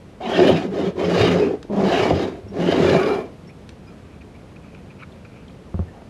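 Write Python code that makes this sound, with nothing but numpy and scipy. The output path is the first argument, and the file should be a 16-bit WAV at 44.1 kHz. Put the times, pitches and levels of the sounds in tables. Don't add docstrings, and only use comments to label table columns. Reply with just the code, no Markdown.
import sys
import numpy as np
from scipy import signal
from scipy.fft import rfft, irfft, next_fast_len
from scipy.io import wavfile
from scipy.ndimage import uniform_filter1d

SR = 44100
rng = np.random.default_rng(int(sys.argv[2]) if len(sys.argv) > 2 else 0)


def inscribe(sig):
    pcm = np.round(np.clip(np.atleast_2d(sig).T, -1, 1) * 32767)
    wavfile.write(sys.argv[1], SR, pcm.astype(np.int16))


N = 268569
T = np.arange(N) / SR

# (frequency [Hz], width [Hz], gain [dB])
BOARD_MODES = [(92, 16, 0), (128, 34, -5), (174, 26, 3), (220, 30, -5)]
BOWL_MODES = [(280, 65, -2.5), (385, 65, 0), (480, 100, -8.5)]
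RIM_MODES = [(570, 90, -2.5), (680, 90, 0), (835, 55, -7), (1060, 200, -16)]
GLAZE_MODES = [(1205, 40, -1), (1425, 45, -1), (1690, 60, 0), (1900, 90, -6), (2190, 60, 0), (2490, 60, -2),
               (2850, 75, 0), (3140, 70, -1), (3680, 110, -4), (4020, 160, -9), (4850, 260, -10)]
# (frequency [Hz], gain [dB])
RASP_SPECTRUM = [(470, -8), (800, -5), (1140, -4), (1220, 0), (1510, -4.5), (1750, 0), (1940, -4.5),
                 (3080, -9), (7050, -19.5), (8350, -30), (12000, -32.5), (15600, -90), (22000, -120)]
# (start [s], fastest [s], end [s], rasp [dB], rumble [dB], rim chatter [dB])
SHOVES = [(.2, .35, .47, -29.5, -26, -26.5), (.198, .21, .31, -46, -39, -36),
          (0.333, 0.479, 0.55, -28, -14, -25), (0.414, .53, 0.71, -31.5, -24, -31),
          (0.673, 0.847, .925, -33.5, -21, -35), (0.944, 1.02, 1.21, -34, -21.5, -31.5),
          (1.028, 1.22, 1.438, -25.5, -18.5, -27.5), (1.275, 1.402, 1.583, -35.5, -20, -33),
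          (1.683, 1.994, 2.183, -26.5, -20, -24), (2.06, 2.19, 2.33, -33, -22, -32),
          (2.24, 2.3, 2.43, -48, -34, -46), (2.505, 2.724, 2.87, -28.5, -20, -30),
          (2.686, 2.895, 3.078, -25.5, -17, -25), (2.92, 3.08, 3.255, -35.5, -24.5, -28),
          (3.13, 3.2, 3.32, -49, -35, -42)]
# (start [s], end [s], frequency [Hz], level [dB])
GROANS = [(.203, .28, 745, -34), (.388, .445, 385, -14.5), (1.225, 1.265, 440, -19),
          (1.385, 1.49, 390, -17), (1.49, 1.565, 390, -28), (1.775, 1.885, 657, -27),
          (1.915, 1.955, 672, -18.5), (2.06, 2.14, 310, -22), (2.775, 2.81, 295, -21),
          (3.025, 3.205, 410, -24.5)]


def undb(db):
    return 10 ** (np.asarray(db) / 20)


def unit(x):
    return x / (np.std(x) + 1e-12)


def peak(x, db):
    return x * undb(db) / (np.abs(x).max() + 1e-12)


def held(x, span_s):
    power = np.abs(uniform_filter1d(x * x, max(int(span_s * SR), 2)))
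    return x / np.sqrt(power + 1e-3 * np.var(x))


def add(out, at_s, x):
    i = max(int(at_s * SR), 0)
    out[i:i + len(x)] += x[:max(N - i, 0)]


def band(x, hz, width_hz):
    return signal.lfilter(*signal.iirpeak(min(hz, .45 * SR), hz / width_hz, fs=SR), x)


def narrow(x, hz, width_hz):
    return band(band(x, hz, width_hz), hz, width_hz)


def between(x, lo_hz, hi_hz):
    return signal.sosfilt(signal.butter(4, [lo_hz, hi_hz], "band", fs=SR, output="sos"), x)


def colour(x, spectrum):
    hz, db = np.transpose(spectrum)
    size = next_fast_len(len(x))
    bins_hz = np.maximum(np.fft.rfftfreq(size, 1 / SR), 1)
    gain = undb(np.interp(np.log(bins_hz), np.log(hz), db))
    return irfft(rfft(x, size) * gain, size)[:len(x)]


def sine(hz):
    return np.sin(2 * np.pi * np.cumsum(hz) / SR)


def walk(rate_hz):
    knots = np.clip(rng.standard_normal(8192), -1.6, 1.6)
    return unit(np.interp(T * rate_hz, np.arange(8192), knots))


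def gate(start_s, end_s, edge_s):
    return np.clip(np.minimum(T - start_s, end_s - T) / edge_s, 0, 1)


def slips(rate_hz, scatter_db):
    hits = rng.random(N) < rate_hz / SR
    return hits * undb(scatter_db * rng.standard_normal(N)) * rng.choice([-1, 1], N)


def rub(length_s):
    t = T[:SR // 3]
    return rng.standard_normal(len(t)) * t * np.exp(-3 * (t / length_s) ** 2)


def crunch(length_s, rate_hz, scatter_db):
    force = rub(length_s)
    hits = rng.random(len(force)) < rate_hz / SR
    return force * hits * undb(scatter_db * rng.standard_normal(len(force)))


def ring(force, modes):
    return sum((-1) ** k * undb(db) * band(force, hz, width) for k, (hz, width, db) in enumerate(modes))


def roam(force, modes, spread_db=4, pitch_shift=.018, rate_hz=16, shift_rate_hz=12):
    out = np.zeros(N)
    for k, (hz, width_hz, db) in enumerate(modes):
        gain = (-1) ** k * undb(db + spread_db * walk(rate_hz))
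        warped_s = T + pitch_shift / shift_rate_hz * walk(shift_rate_hz)
        out += gain * np.interp(warped_s, T, band(force, hz, width_hz))
    return out


def hush(level_db=-41.5):
    spectrum = [(15, -64), (25, -16.5), (74, 1.5), (109, -1), (203, 0.5), (256, -4.5), (323, -6), (349, -9),
                (451, -7.5), (861, -18), (1340, -22.5), (1680, -25), (2480, -27), (2970, -29.5),
                (12000, -46), (15600, -88), (22000, -120)]
    waver_db = .35 * walk(9)
    return unit(colour(rng.standard_normal(N), spectrum)) * undb(level_db + waver_db)


def room(x, t60_s=.26, wet_db=-13):
    t = T[:SR // 2]
    tail = band(rng.standard_normal(len(t)), 910, 5700) * undb(-60 * t / t60_s) * (t > .004)
    return x + undb(wet_db) * signal.fftconvolve(x, tail / np.linalg.norm(tail))[:N]


def thin_tones(rise_s=.012, jitter_hz=500):
    tones = [(2.478, -52, 5550, .07), (3.468, -53, 5460, .08), (3.864, -56, 4990, .1),
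             (3.866, -51, 2422, .12), (3.868, -52, 1319, .24), (5.876, -50, 1800, .08)]
    out, t = np.zeros(N), T[:SR // 3]
    for at_s, db, hz, t60_s in tones:
        tone = sine(hz + jitter_hz * rng.standard_normal(len(t)))
        envelope = (1 - np.exp(-(t / rise_s) ** 2)) * undb(-60 * t / t60_s)
        add(out, at_s, peak(tone * envelope, db))
    return out


def high_hiss():
    swells = [(.46, .515, -52), (2.82, 3.263, -60.5)]
    hiss = unit(between(slips(9000, 2.5), 8300, 12000))
    return hiss * sum(undb(db) * gate(start, end, (end - start) / 3) for start, end, db in swells)


def in_mouth(force, modes):
    return sum(undb(db) * narrow(force, hz, width_hz) for hz, width_hz, db in modes)


def chewing(rustle_db=-68, chirp_rise_s=.0111, jitter_hz=800):
    # (frequency [Hz], width [Hz], gain [dB])
    mouth_modes = [(1340, 460, -6), (2430, 490, -1.5), (3800, 1900, -22.5)]
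    kibble_modes = [(1310, 380, 5), (2230, 340, 2), (3830, 580, -16)]
    # (time [s], peak [dB], length [s])
    bites = [(4.08, -48, .11), (4.205, -41, 0.024), (4.556, -39.5, 0.018), (4.638, -44, .02),
             (4.745, -35.5, 0.008), (4.898, -40.5, 0.03), (4.988, -35.5, 0.05), (5.245, -36, 0.02),
             (5.313, -44, 0.14), (5.487, -46, 0.02)]
    cracks = [(5.019, -28.5, 0.022)]
    ticks = [(5.118, -47), (5.478, -44), (5.503, -49)]
    smacks = [(3.485, -45, 2550), (3.912, -49, 1360), (4.34, -46, 2550)]
    t = T[:SR // 3]
    rustle = unit(in_mouth(slips(700, 4.6), mouth_modes))
    out = rustle * gate(4.1, 5.9, .49) * undb(rustle_db + 5.5 * walk(14))
    for at_s, db, length_s in bites:
        add(out, at_s, peak(in_mouth(crunch(length_s, 8000, 1), mouth_modes), db))
    for at_s, db, length_s in cracks:
        add(out, at_s, peak(in_mouth(crunch(length_s, 2500, 2), kibble_modes), db))
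    for at_s, db in ticks:
        add(out, at_s, peak(narrow(rub(.011), hz=3500, width_hz=1000), db))
    for at_s, db, hz in smacks:
        glide_hz = hz * (1 - .33 * np.exp(-t / chirp_rise_s))
        chirp = sine(glide_hz + jitter_hz * rng.standard_normal(len(t)))
        envelope = uniform_filter1d(np.abs(rub(.034)), 40)
        add(out, at_s, peak(chirp * envelope, db))
    return out


def paws(click_s=.0015):
    shuffles = [(5.912, -37, 0.12), (6.012, -36, 0.014)]
    clicks = [(1.628, -32), (3.691, -30.5)]
    click_spectrum = [(500, -14), (1200, -8), (3300, -4), (6500, -14), (8000, -18), (12000, -34)]
    out, t = np.zeros(N), T[:SR // 3]
    for at_s, db, length_s in shuffles:
        add(out, at_s, peak(narrow(rub(length_s), hz=655, width_hz=490), db))
    for at_s, db in clicks:
        snap = rng.standard_normal(len(t)) * t * np.exp(-t / click_s)
        add(out, at_s, peak(colour(snap, click_spectrum), db))
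    return out


def thumps(rebound_s=.00498, rebound_db=-2, boom_hz=87, boom_s=.038, rise_s=.0032):
    blows = [(5.7426, -18.5, -20), (5.792, -16.5, -17)]
    modes = [(145, 53, 26), (366, 28, 3), (690, 66, -15), (1090, 110, 0)]
    out, t = np.zeros(N), T[:SR // 3]
    impulse = signal.unit_impulse(len(t))
    knock = between(sum(undb(db) * band(impulse, hz, width) for hz, width, db in modes), 50, 1150)
    rebound = between(knock, 40, 700)
    envelope = (1 - np.exp(-t / rise_s)) * np.exp(-(t / boom_s) ** 2)
    boom = -np.sin(2 * np.pi * boom_hz * t) * envelope
    for at_s, knock_db, boom_db in blows:
        add(out, at_s, peak(knock, knock_db) + peak(boom, boom_db))
        add(out, at_s + rebound_s, peak(rebound, knock_db + rebound_db))
    return out


def singing(start_s=2.85, end_s=3.18, rise_s=.02, sag_db_per_s=35, release_s=.34, wander_hz=17):
    partials = [(2358, -32), (2445, -42), (4985, -46)]
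    sag_db = sag_db_per_s * np.maximum(T - start_s, 0)
    release_db = 60 * np.maximum(T - end_s, 0) / release_s
    envelope = np.clip((T - start_s) / rise_s, 0, 1) * undb(-sag_db - release_db)
    drift_hz = wander_hz * walk(120)
    return envelope * sum(sine(hz + drift_hz) * undb(db + 3.2 * walk(90)) for hz, db in partials)


def catches(dust_db=-3):
    specks = [(.389, -15.5, 0.017), (1.206, -21, 0.014), (1.988, -19, .014), (2.095, -21, 0.014),
              (2.719, -18, .012), (3.028, -21, .014)]
    out = np.zeros(N)
    for at_s, db, length_s in specks:
        force = crunch(length_s, 2500, 2)
        crackle = unit(ring(force, GLAZE_MODES)) + undb(dust_db) * unit(colour(force, RASP_SPECTRUM))
        add(out, at_s, peak(between(crackle, 700, 7000), db))
    return out


def screeches(sag_db_per_s=42.5, edge_s=.05, flutter_db=2.4):
    # (start [s], end [s], centre [Hz], width [Hz], level [dB])
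    bites = [(.215, .33, 2900, 1400, -36), (1.14, 1.24, 4600, 1800, -34), (.315, .42, 3000, 1300, -26),
             (.30, .52, 1750, 550, -29), (.43, .62, 3000, 1300, -31), (1.16, 1.33, 2900, 1100, -26),
             (1.22, 1.40, 1230, 300, -34), (1.39, 1.50, 2500, 300, -34), (1.87, 2.03, 1650, 250, -32),
             (1.91, 2.04, 2750, 1100, -25.5), (2.65, 2.82, 2950, 450, -33), (2.87, 2.99, 1660, 130, -31),
             (2.96, 3.20, 1270, 550, -27.5)]
    out, t = np.zeros(N), T[:SR // 2]
    grains = roam(slips(4000, 2), GLAZE_MODES)
    for start_s, end_s, hz, width_hz, db in bites:
        squeal = held(narrow(grains[int(start_s * SR):][:len(t)], hz, width_hz), .061)
        fade = np.clip(np.minimum(t, end_s - start_s - t) / edge_s, 0, 1)
        add(out, start_s, squeal * undb(db - sag_db_per_s * t) * fade)
    return out * undb(flutter_db * walk(110))


def groans(wander_hz=20, flutter_db=3):
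    drift_hz = wander_hz * walk(130)
    force = undb(flutter_db * walk(90))
    return sum(unit(sine(hz + drift_hz) * force) * undb(db) * gate(start_s, end_s, .0058)
               for start_s, end_s, hz, db in GROANS)


def judders(wobble=.025, uneven_db=3.5, bowl_db=-4, rim_db=-15):
    runs = [(1.04, 1.17, 174, -24), (1.245, 1.39, 175, -22), (1.697, 1.755, 208, -23),
            (1.766, 1.81, 200, -18), (1.83, 1.885, 187, -18), (2.585, 2.70, 172, -22)]
    out = np.zeros(N)
    drift = 1 + wobble * walk(60)
    force = undb(uneven_db * walk(130))
    for start_s, end_s, hz, db in runs:
        pulses = np.diff(np.floor(np.cumsum(hz * drift) / SR), prepend=0) * force
        buzz = ring(pulses, BOARD_MODES) + undb(bowl_db) * ring(pulses, BOWL_MODES)
        buzz += undb(rim_db) * ring(pulses, RIM_MODES)
        out += held(between(buzz, 140, 910), .013) * undb(db) * gate(start_s, end_s, .003)
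    return out


def presses(half_length_s=.033, width_hz=33.6):
    loads = [(.29, -28.5, 225), (0.389, -22, 180), (.68, -27.5, 195), (.54, -29, 97), (0.549, -19.5, 161),
             (.87, -23.5, 176.5), (1.224, -17, 98), (1.279, -24, 169), (2.03, -29, 100), (2.135, -21.5, 93),
             (2.139, -20.5, 155), (2.47, -38.5, 105), (2.509, -36, 189), (2.82, -20.5, 163),
             (2.84, -29, 101), (2.90, -26, 105), (2.954, -18.5, 171)]
    out, t = np.zeros(N), T[:SR // 2] - T[SR // 4]
    envelope = np.exp(-(t / half_length_s) ** 2)
    for at_s, db, hz in loads:
        force = between(rng.standard_normal(len(t)), 78, 260)
        boom = held(narrow(force, hz, width_hz), .042)
        add(out, at_s + t[0], boom * undb(db) * envelope)
    return out


def knocks(pitch_spread=.018, boards_db=-11):
    drops = [(.204, -26, 10), (.389, -2, -3), (.399, -7, 1), (.412, -10, -8), (.489, -8, -8),
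             (.500, -5, -8), (.551, -14, -8), (.649, -12, -18), (.757, -16, -12), (.789, -11, -12),
             (1.012, -13, -8), (1.117, -15, -9), (1.148, -14, -9), (1.207, -10, 3), (1.230, -11, -6),
             (1.246, -9, -6), (1.389, -17, -10), (1.438, -14, -10), (1.535, -18, -12), (1.647, -29, -10),
             (1.698, -18, -14), (1.731, -16, -3), (1.787, -12, -10), (1.836, -14, -9), (1.855, -12, -4),
             (2.104, -7, 1), (2.108, -4, 1), (2.236, -19, -9), (2.462, -29, -12), (2.541, -31, 0),
             (2.567, -22, 2), (2.684, -8, -10), (2.722, -15, 8), (2.778, -12, -13), (2.796, -10, -8),
             (2.845, -7, -10), (2.948, -4, 0)]
    out = np.zeros(N)
    blow = between(signal.unit_impulse(SR // 3), 187, 1210)
    boards = undb(boards_db) * ring(blow, BOARD_MODES)
    for at_s, db, rim_db in drops:
        bowl, rim = (ring(blow, np.array(modes) * [1 + pitch_spread * rng.standard_normal(), 1, 1])
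                     for modes in (BOWL_MODES, RIM_MODES))
        add(out, at_s, peak(bowl + undb(rim_db) * rim + boards, db))
    return out


def shoved(levels_db, exponent, ring_on_s=.007):
    power = np.zeros(N)
    for (start_s, fastest_s, end_s, *_), db in zip(SHOVES, levels_db):
        speed = np.sin(np.pi / 2 * np.interp(start_s + T[:SR], [start_s, fastest_s, end_s], [0, 1, 0]))
        add(power, start_s, (undb(db) * speed ** exponent) ** 2)
    pole = np.exp(-2 / (ring_on_s * SR))
    return np.sqrt(signal.lfilter([1 - pole], [1, -pole], power + 1e-18))


def locking(dip_db=-.5):
    groaning = sum(gate(start_s, end_s, .023) for start_s, end_s, *_ in GROANS)
    return undb(dip_db * np.minimum(groaning, 1))


def slide(boards_db=-11, grit_db=-4.5, glaze_db=-4.5, rough_db=.5, flutter_db=1.5):
    rasp_db, rumble_db, chatter_db = np.transpose(SHOVES)[3:]
    grip = undb(rough_db * walk(150))
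    jolts = slips(1400, 2.53) * grip
    bowl = held(between(roam(jolts, BOWL_MODES), 215, 680), .035) * locking()
    boards = held(between(ring(jolts, BOARD_MODES), 76, 270), .06) * undb(boards_db)
    rim = held(between(roam(jolts, RIM_MODES), 500, 1250), .03)
    grit = unit(colour(slips(9000, 3.4) * grip, RASP_SPECTRUM)) * undb(grit_db)
    specks = slips(1300, 3.8) * grip
    glaze = held(between(roam(specks, GLAZE_MODES), 690, 6500), .057) * undb(glaze_db)
    rumble = (bowl + boards) * shoved(rumble_db, .93) + rim * shoved(chatter_db, 1)
    rasp = grit * shoved(rasp_db, 1.35) + glaze * shoved(rasp_db, 2.74)
    return rumble + rasp * undb(flutter_db * walk(60))


def scene():
    sliding = slide() + presses() + judders() + groans() + screeches()
    sliding += singing() + high_hiss() + catches() + knocks()
    return (room(sliding + thumps() + paws()) + chewing() + thin_tones() + hush())[None]


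def record(dry, ceiling=.97, cutoff_hz=12200):
    rounded = dry / (1 + (dry / ceiling) ** 6) ** (1 / 6)
    return signal.sosfilt(signal.ellip(10, .2, 70, cutoff_hz, fs=SR, output="sos"), rounded)


dry = scene()
out = record(dry)
inscribe(out)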